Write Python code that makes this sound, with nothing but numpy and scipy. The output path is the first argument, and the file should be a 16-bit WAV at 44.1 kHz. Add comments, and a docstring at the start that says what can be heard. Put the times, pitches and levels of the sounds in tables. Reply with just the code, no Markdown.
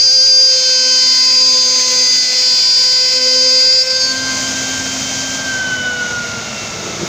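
"""A CNC router plunges a two-flute cutter into a board, then feeds it sideways, heard from close by in mono.
It squeals in its bending mode, with sidebands at multiples of the shaft rate, over a rasp of chip noise.
The feed stops, the squeal turns loose and stutters; the cutter lets go and grazes its groove as air hisses.
The spindle brakes, its falling fan whine beating against the room's echo, and the drive whistles faintly.
Last, the frame rumbles and bumps as the gantry moves off."""
import sys
import numpy as np
from scipy import signal
from scipy.fft import rfft, irfft, next_fast_len
from scipy.io import wavfile
from scipy.ndimage import uniform_filter1d, minimum_filter1d

SR = 44100
rng = np.random.default_rng(int(sys.argv[2]) if len(sys.argv) > 2 else 0)


def put_to_file(sound):
    """Save the sound as 16-bit audio at rate SR, in the file named by the first command-line argument."""
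    columns = np.atleast_2d(sound).T  # one column per channel
    safe = np.clip(columns, -1, 1)
    whole_steps = np.round(safe * 32767)
    wavfile.write(sys.argv[1], SR, whole_steps.astype(np.int16))


N = 312212
TIME = np.arange(N) / SR

# job: plunge turns into feed, feed stops, cutter lets go, clears the groove, spindle brakes
FEED_S, STOP_S, LET_GO_S, CLEAR_S, BRAKE_S = 0.52, 3.83, 4.125, 4.5, 5.42

# fan and workshop drone spectrum: (frequency [Hz], relative level [dB])
DRONE_COLOUR = [(30, -19), (55, -9), (120, 0.5), (230, -2), (420, -7), (680, -5.5), (1050, -7), (1800, -10),
                (4000, -8.5), (6700, -3.5), (7700, -19), (9200, -31.5), (13900, -42), (14900, -27.5)]
# housing resonances rung by air: (frequency [Hz], width [Hz], relative level [dB])
HOUSING = [(103.2, 36, -5), (210, 19, -4.5), (651, 190, 0), (1432, 160, -2.5), (2165, 270, -1),
           (2665, 27, -9), (3693, 66, -4.5)]
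# drone gain, dipped until about 4 s
DRONE_DB, DRONE_DIP_DB, DRONE_BACK_S, DRONE_RISE_S = -25, -16, 4.03, 0.52
# air blowing across the fresh groove: (time [s], level [dB])
HISS = [(3.8, -56), (4.05, -25.5), (4.42, -21), (4.85, -23), (5.15, -21), (5.55, -28), (5.8, -40),
        (7.08, -57)]
# hiss spectrum: (frequency [Hz], relative level [dB])
HISS_COLOUR = [(1500, -19), (2300, -7.5), (3600, -9.5), (4800, -0.5), (5600, -2), (6500, 2.5), (7200, -3.5),
               (8000, -15.5), (10000, -29), (13800, -34), (15000, -22)]

# frame rumble spectrum: (frequency [Hz], relative level [dB])
GANTRY_COLOUR = [(40, -19), (110, -3), (170, 8), (270, -8), (340, 6.5), (420, 4.5), (520, -3), (900, -25),
                 (3000, -55)]
# bumps in the rumble: (time [s], half length [s], rise [dB])
BUMPS = [(6.868, .03, 5.5), (7.032, 0.026, 12.5)]
GANTRY_S, GANTRY_DB = 6.73, -32.8

# drive switching whistles: (time [s], length [s], pitch [Hz], glide [Hz/s], level [dB])
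WHISTLE = [(6.18, .17, 8270, 4800, -59), (6.54, .6, 8920, -1330, -58)]

# spindle speed before braking, sagging under load: (time [s], shaft rate [Hz])
SPEED = [(0, 258.3), (.2, 260.4), (.45, 260), (.6, 258.5), (1, 256.2), (1.4, 255.9), (1.95, 253.1),
         (2.6, 253), (3, 254.8), (3.78, 258), (4.2, 261.4), (5.4, 262.6)]
IDLE_HZ, BRAKE_STEP_HZ, BRAKE_HZ_PER_S = 262.2, 1.3, 29.3
# shaft imbalance, order 1: (time [s], level [dB])
IMBALANCE = [(0, -56.5), (.65, -51.5), (.85, -41), (1.9, -37.5), (2.95, -53.5), (3.2, -38), (3.5, -35.5),
             (3.85, -52), (4.18, -29.5), (5.3, -32), (5.9, -38), (7.08, -45)]
# flutes' note, order 2, swelling and fading as the head travels: (time [s], level [dB])
FLUTES = [(0, -36), (.55, -29.5), (.88, -29.5), (1.18, -45), (1.4, -34), (1.95, -29), (2.2, -46),
          (2.35, -34.5), (2.67, -42.5), (3.25, -24.5), (3.92, -27.5), (4.05, -34.5), (4.6, -43), (5.7, -48),
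          (5.9, -36), (7.08, -51)]
# flutes' octave, order 4: (time [s], level [dB])
FLUTE_OCTAVE = [(.3, -51), (1.15, -35), (1.98, -32), (2.25, -55), (2.5, -40.5), (3.5, -38), (3.8, -49.5),
                (3.92, -38.5), (4.4, -36.5), (4.6, -54), (7.08, -53)]
# flutes' double octave, order 8: (time [s], level [dB])
FLUTE_TOP = [(.3, -53), (1.2, -31), (1.55, -45), (1.98, -31), (2.32, -29.5), (2.65, -50), (2.95, -34),
             (3.85, -34.5), (4.03, -41), (4.35, -33.5), (4.55, -46), (7.08, -49)]
# fan whine, order 6: (time [s], level [dB])
FAN = [(0, -40.5), (.5, -36.5), (.82, -29), (1.45, -41.5), (3.8, -34), (3.93, -28.5), (4.03, -29.5),
       (4.17, -22.5), (4.45, -29), (4.8, -25), (5, -37.5), (5.2, -28.5), (5.43, -25.5), (5.48, -19.5),
       (6.18, -20.5), (6.5, -36.5), (7.08, -39)]
# fan octave, order 12: (time [s], level [dB])
FAN_OCTAVE = [(.42, -42), (.53, -33.5), (.95, -27.5), (1.45, -41.5), (3.45, -33.5), (3.75, -46),
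              (4.4, -31.5), (5.6, -31), (5.85, -28.5), (6.2, -43), (6.6, -32.5), (7.08, -51)]

# tones of the grazing cutter: (shaft order, relative level [dB])
BRUSH_TONES = [(16, -2), (17, -5), (18, 0.5), (19, -1), (20, -5.5), (22, -6), (24, 0)]

# chip noise spectrum: (frequency [Hz], relative level [dB])
RASP_COLOUR = [(150, -26), (600, -13), (1100, -20), (1680, -19.5), (2350, -8.5), (2900, -13), (3900, -8.5),
               (4600, -4.5), (5400, -10), (6700, -2.5), (7600, -11.5), (9000, -29.5), (13900, -41.5),
               (14900, -22)]
# board and cutter resonances: (frequency [Hz], width [Hz], relative level [dB])
BOARD = [(149, 30, -16), (2300, 1400, -4.5), (4070, 200, -8), (4850, 730, 4.5), (6630, 810, -1.5)]
# overtones of the flutes' blows: (shaft order, relative level [dB])
BLOWS = [(5, -33.5), (7, -34.5), (9, -30.5), (10, -18), (14, -16), (16, -17), (18, -16), (20, -31),
         (22, -19.5), (24, -21), (26, -28), (28, -30)]
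# cutting gain: rises with the speed sag, lower in the plunge
RASP_DB, RASP_DB_PER_HZ, PLUNGE_DB = -26, 0.4432, -1.5
RASP_END_S, RASP_FADE_S = 4.21, 0.61
HARD_SPOT_S, HARD_SPOT_WIDTH_S, HARD_SPOT_DB = 1.903, 0.13, 3

# cutter's bending mode before it turns loose: (time [s], pitch [Hz])
CHATTER = [(0, 4796), (.35, 4798), (.48, 4816), (1, 4790), (1.5, 4795), (1.9, 4784), (2.8, 4782),
           (3.2, 4796), (3.81, 4797)]
# squeal at that mode: (time [s], level [dB])
SQUEAL = [(0.0, -8.5), (0.13, -10), (0.43, -7), (0.63, -15.5), (0.69, -12), (0.86, -14), (0.9, -12.5),
          (1.43, -10), (1.79, -14), (1.86, -18.5), (2.0, -12.5), (2.15, -12), (2.32, -18), (2.4, -13),
          (2.79, -11), (3.13, -14), (3.68, -9.5), (3.8, -10.5)]
# loose cutter catching the wall: (time [s], length [s], level [dB], level slope [dB/s])
CATCHES = [(3.865, 0.07, -16.5, -8), (3.94, 0.13, -15, -50), (4.158, 0.32, -26, -32)]
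# (orders from mode, level plunging [dB], feeding [dB], as feed stops [dB], as cutter lets go [dB])
INNER_SIDEBANDS = [(-2, -29.5, -24.5, -29, -25), (-1, -30.5, -32.5, -30, -18.5), (2, -24, -22, -22, -28.5),
                   (4, -28, -29.5, -35, -39)]
# sideband six orders up: (time [s], level [dB])
BRIGHT_SIDEBAND = [(0, -22.5), (.9, -21.5), (1.3, -26.5), (1.75, -19), (2.1, -20.5), (2.6, -37), (3.1, -36),
                   (3.45, -22.5), (3.88, -40), (3.97, -23), (4.12, -28)]
# outer sidebands: (shaft orders from mode, relative level [dB])
SIDEBANDS = [(-10, -30), (-8, -34), (-6, -25.5), (-4, -25), (-3, -46), (1, -25), (3, -26), (5, -24),
             (7, -23), (8, -16), (9, -35.5), (10, -22), (11, -34), (12, -36), (13, -41), (14, -37)]
# lines around twice the mode: (shaft orders from there, relative level [dB])
OVERTONES = [(-4, -43), (-2, -52), (-1, -60), (0, -49), (1, -52), (2, -57), (3, -58), (4, -64), (6, -48.5),
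             (7, -61), (8, -55.5), (9, -54), (10, -57)]
# pitch steps up when loose, then rises until the cutter lets go
LOOSE_STEP_HZ, LOOSE_RISE_HZ = 33.8, 57.75
# the squeal dips briefly
DIP_S, DIP_WIDTH_S, DIP_DB = 3.2, 0.012, -6.5

PEAK_LIMIT, LIMITER_S, TOP_HZ = 0.9, 0.003, 15480


def undb(db):
    """Decibels to gain."""
    return 10 ** (np.asarray(db) / 20)


def curves(table):
    """Each column after time as a signal, joined by straight lines."""
    s, *columns = np.transpose(table)
    return [np.interp(TIME, s, column) for column in columns]


def ramp(at, length):
    """Linear change from 0 to 1, centred on a moment."""
    return np.clip((TIME - at) / length + 0.5, 0, 1)


def held(start, end, attack, release):
    """Attack, hold and release, from 0 to 1 and back."""
    return ramp(start, attack) * (1 - ramp(end, release))


def swell(at, width):
    """Bell-shaped rise to 1 around a moment."""
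    return np.exp(-((TIME - at) / width) ** 2)


def unit(x):
    """Scale to rms 1."""
    return x / np.sqrt(np.mean(x ** 2))


def walk(rate_hz):
    """Smooth random wandering of rms 1."""
    k = max(int(SR / rate_hz), 2)
    steps = np.repeat(rng.standard_normal(N // k + 2), k)
    return unit(uniform_filter1d(steps, k)[:N])


def noise(gain):
    """Noise of rms 1 whose amplitude spectrum follows gain(Hz)."""
    size = next_fast_len(N)
    hz = np.maximum(np.arange(size // 2 + 1) * SR / size, 1)
    spectrum = rfft(rng.standard_normal(size)) * gain(hz)
    return unit(irfft(spectrum, size)[:N])


def coloured(points):
    """Noise with a spectrum joining (frequency [Hz], level [dB]) points."""
    f, db = np.transpose(points)
    return noise(lambda hz: undb(np.interp(np.log(hz), np.log(f), db)))


def resonant(modes):
    """Noise ringing in (frequency [Hz], width [Hz], level [dB]) resonances."""
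    def gain(hz):
        power = sum(undb(db) ** 2 / w / (1 + (2 * (hz - f) / w) ** 2) ** 2 for f, w, db in modes)
        return np.sqrt(power)
    return noise(gain)


def angle(hz):
    """Running phase [rad] of something that turns at hz."""
    return 2 * np.pi * np.cumsum(hz) / SR


def tone(phase, db):
    """Sine at an rms level, with a random starting phase."""
    return np.sqrt(2) * undb(db) * np.sin(phase + 2 * np.pi * rng.random())


def stack(base, shaft, rows, fade_db, fade_rate_hz):
    """Lines whole shaft orders from a base phase, each fading on its own."""
    return sum(tone(base + round(order) * shaft, db + fade_db * np.tanh(walk(fade_rate_hz)))
               for order, db in rows)


def air(housing_db=-6.0, flicker_db=0.7, plunge_db=3.5, thin_hz=110, thin_share=0.55):
    """Fan air drones and rings the housing, held low and thin until about 4 s; air hisses over the groove."""
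    drone = coloured(DRONE_COLOUR) * undb(flicker_db * walk(12)) + undb(housing_db) * resonant(HOUSING)
    dipped = 1 - ramp(DRONE_BACK_S, DRONE_RISE_S)
    lows = signal.sosfilt(signal.butter(1, thin_hz, fs=SR, output="sos"), drone)
    drone = drone - thin_share * dipped * lows
    drone_db = DRONE_DB + DRONE_DIP_DB * dipped + plunge_db * (1 - ramp(0.23, 0.5))
    hiss = coloured(HISS_COLOUR) * undb(flicker_db * walk(24.77))
    return undb(drone_db) * drone + undb(curves(HISS)[0]) * hiss


def gantry(judder_db=1.5):
    """The drive shakes the frame as the gantry starts to travel: low noise with bumps."""
    bumps_db = sum(db * swell(s, width) for s, width, db in BUMPS)
    level_db = GANTRY_DB + bumps_db + judder_db * walk(30)
    return coloured(GANTRY_COLOUR) * ramp(GANTRY_S, 0.11) * undb(level_db)


def drive():
    """Switching in the spindle's motor drive whistles in thin glides."""
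    return sum(held(s, s + length, 0.05, 0.05) * tone(angle(hz + glide * (TIME - s)), db)
               for s, length, hz, glide, db in WHISTLE)


def room(x, t60_s=1.78, gap_s=0.025):
    """Diffuse late echoes of the workshop: a decaying noise tail of unit energy."""
    t = TIME[:SR]
    tail = rng.standard_normal(SR) * undb(-60 * t / t60_s) * (t > gap_s)
    return signal.fftconvolve(x, tail / np.sqrt(np.sum(tail ** 2)))[:N]


def speed():
    """Shaft rate [Hz]: sags in the cut, then is braked by a small step and a steady fall."""
    step = BRAKE_STEP_HZ * ramp(BRAKE_S + 0.059, 0.13)
    fall = BRAKE_HZ_PER_S * np.maximum(TIME - BRAKE_S, 0)
    return curves(SPEED)[0] - step - fall


def spindle(shaft, flutter_db=1.5, echo_db=-11.5):
    """Imbalance, flutes and fan sing on multiples of the shaft rate."""
    voices = [(1, IMBALANCE), (2, FLUTES), (4, FLUTE_OCTAVE), (8, FLUTE_TOP), (6, FAN), (12, FAN_OCTAVE)]
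    whine = sum(tone(k * shaft, curves(table)[0] + flutter_db * walk(35)) for k, table in voices)
    # as the pitch falls, the echo still holds the higher pitch and beats against it
    braking = ramp(BRAKE_S + 0.02, 0.04)
    return whine + undb(echo_db) * room(whine * braking)


def brushing(shaft, graze_db=-29.5, fall_db_per_s=-18, jitter_rad=0.5):
    """The rising cutter grazes its groove ever more lightly: jittered shaft orders, fading."""
    fading = undb(graze_db + fall_db_per_s * np.maximum(TIME - LET_GO_S, 0))
    tones = stack(jitter_rad * walk(110), shaft, BRUSH_TONES, fade_db=4.0, fade_rate_hz=60)
    return fading * held(LET_GO_S, CLEAR_S, 0.097, 0.089) * tones


def cutting(shaft, sag_hz, bite=0.38, grain_db=1.0, board_db=-5.5, chips_db=-2.0,
            blows_db=2.0, blows_plunge_db=-5, repeat=0.32):
    """Two bites a turn tear off chips: puffs of noise that ring the board, and overtones of the blows."""
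    puffs = unit(1 + bite * np.cos(2 * shaft)) * undb(grain_db * walk(90))
    rasp = undb(chips_db) * coloured(RASP_COLOUR) + undb(board_db) * resonant(BOARD)
    # similar grain each turn gathers the noise around shaft multiples
    turn_before = np.searchsorted(shaft, shaft - 2 * np.pi)
    rasp = (rasp + repeat * rasp[turn_before]) / np.hypot(1, repeat)
    plunging = 1 - ramp(FEED_S, 0.094)
    hard_spot_db = HARD_SPOT_DB * swell(HARD_SPOT_S, HARD_SPOT_WIDTH_S)
    cut_db = RASP_DB + RASP_DB_PER_HZ * sag_hz + PLUNGE_DB * plunging + hard_spot_db
    blows = stack(0, shaft, BLOWS, fade_db=5.5, fade_rate_hz=4.07)
    blows = undb(blows_db + blows_plunge_db * plunging) * blows
    in_board = 1 - ramp(RASP_END_S, RASP_FADE_S)
    return undb(cut_db) * in_board * (rasp * puffs + blows)


def chatter(shaft, shake_db=0.5, sideband_shake_db=1.0, jitter_rad=0.042, loose_db=1.6,
            loose_jitter_rad=0.35, lag_rad=0.22, fade_db=2.5, outer_db=-16.5, outer_plunge_db=-8,
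            outer_loose_db=-6, overtones_db=-10.5):
    """The cutter vibrates in its bending mode; each flute's bite modulates it, and the grain shakes it."""
    fed, loose = ramp(FEED_S, 0.088), ramp(STOP_S, 0.023)
    touching = 1 - ramp(LET_GO_S, 0.018)
    lifted = np.clip((TIME - STOP_S) / (LET_GO_S - STOP_S), 0, 1)
    stiffer_hz = LOOSE_STEP_HZ * loose + LOOSE_RISE_HZ * lifted * touching
    mode = angle(curves(CHATTER)[0] + stiffer_hz)
    mode = mode + (jitter_rad + loose_jitter_rad * loose) * walk(120)

    swing = undb(curves(SQUEAL)[0]) * (1 - loose)
    for s, length, db, slope in CATCHES:
        catch_db = db + slope * np.clip(TIME - s, 0, length)
        swing = swing + undb(catch_db) * held(s, s + length, 0.023, 0.02)
    squeal = swing * undb(shake_db * walk(60)) * np.sin(mode)

    sidebands = [(6, curves(BRIGHT_SIDEBAND)[0])]
    for k, plunging, feeding, stopping, leaving in INNER_SIDEBANDS:
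        loose_level = stopping + (leaving - stopping) * lifted
        db = plunging * (1 - fed) + feeding * (fed - loose) + loose_level * loose
        sidebands.append((round(k), db + fade_db * np.tanh(walk(4.017))))
    for k, db in sidebands:
        # phase-locked to the bites, lagging more the further from the mode
        gain = touching * undb(db + sideband_shake_db * walk(60))
        squeal = squeal + gain * np.sin(mode + k * shaft - lag_rad * k ** 2)

    outer_gain = undb(outer_db + outer_plunge_db * (1 - fed) + outer_loose_db * loose)
    outer = touching * outer_gain * stack(mode, shaft, SIDEBANDS, fade_db=1.5, fade_rate_hz=4.56)
    overtones = stack(2 * mode, shaft, OVERTONES, fade_db=3.5, fade_rate_hz=4)
    overtones = (1 - loose) * undb(overtones_db) * overtones
    # one brief dip; stutter once loose
    stutter_db = DIP_DB * swell(DIP_S, DIP_WIDTH_S) + loose_db * walk(70) * loose
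    return (np.sqrt(2) * squeal + outer + overtones) * undb(stutter_db)


def scene():
    """One shaft, wobbling slightly, drives the tones; both channels are alike."""
    hz = speed()
    shaft = angle(hz * (1 + 0.00042 * walk(25.3)))
    background = air() + gantry() + drive()
    machine = spindle(shaft) + brushing(shaft)
    cut = cutting(shaft, IDLE_HZ - hz) + chatter(shaft)
    mono = background + machine + cut
    return np.array([mono, mono])


def record(dry):
    """A limiter smoothly turns down peaks above its limit; a steep low-pass cuts the top."""
    size = int(LIMITER_S * SR)
    allowed = PEAK_LIMIT / np.maximum(np.abs(dry), PEAK_LIMIT)
    gain = uniform_filter1d(minimum_filter1d(allowed, size), size)
    low_pass = signal.ellip(14, 0.2, 80, TOP_HZ, fs=SR, output="sos")
    return signal.sosfilt(low_pass, dry * gain)


dry = scene()
out = record(dry)
put_to_file(out)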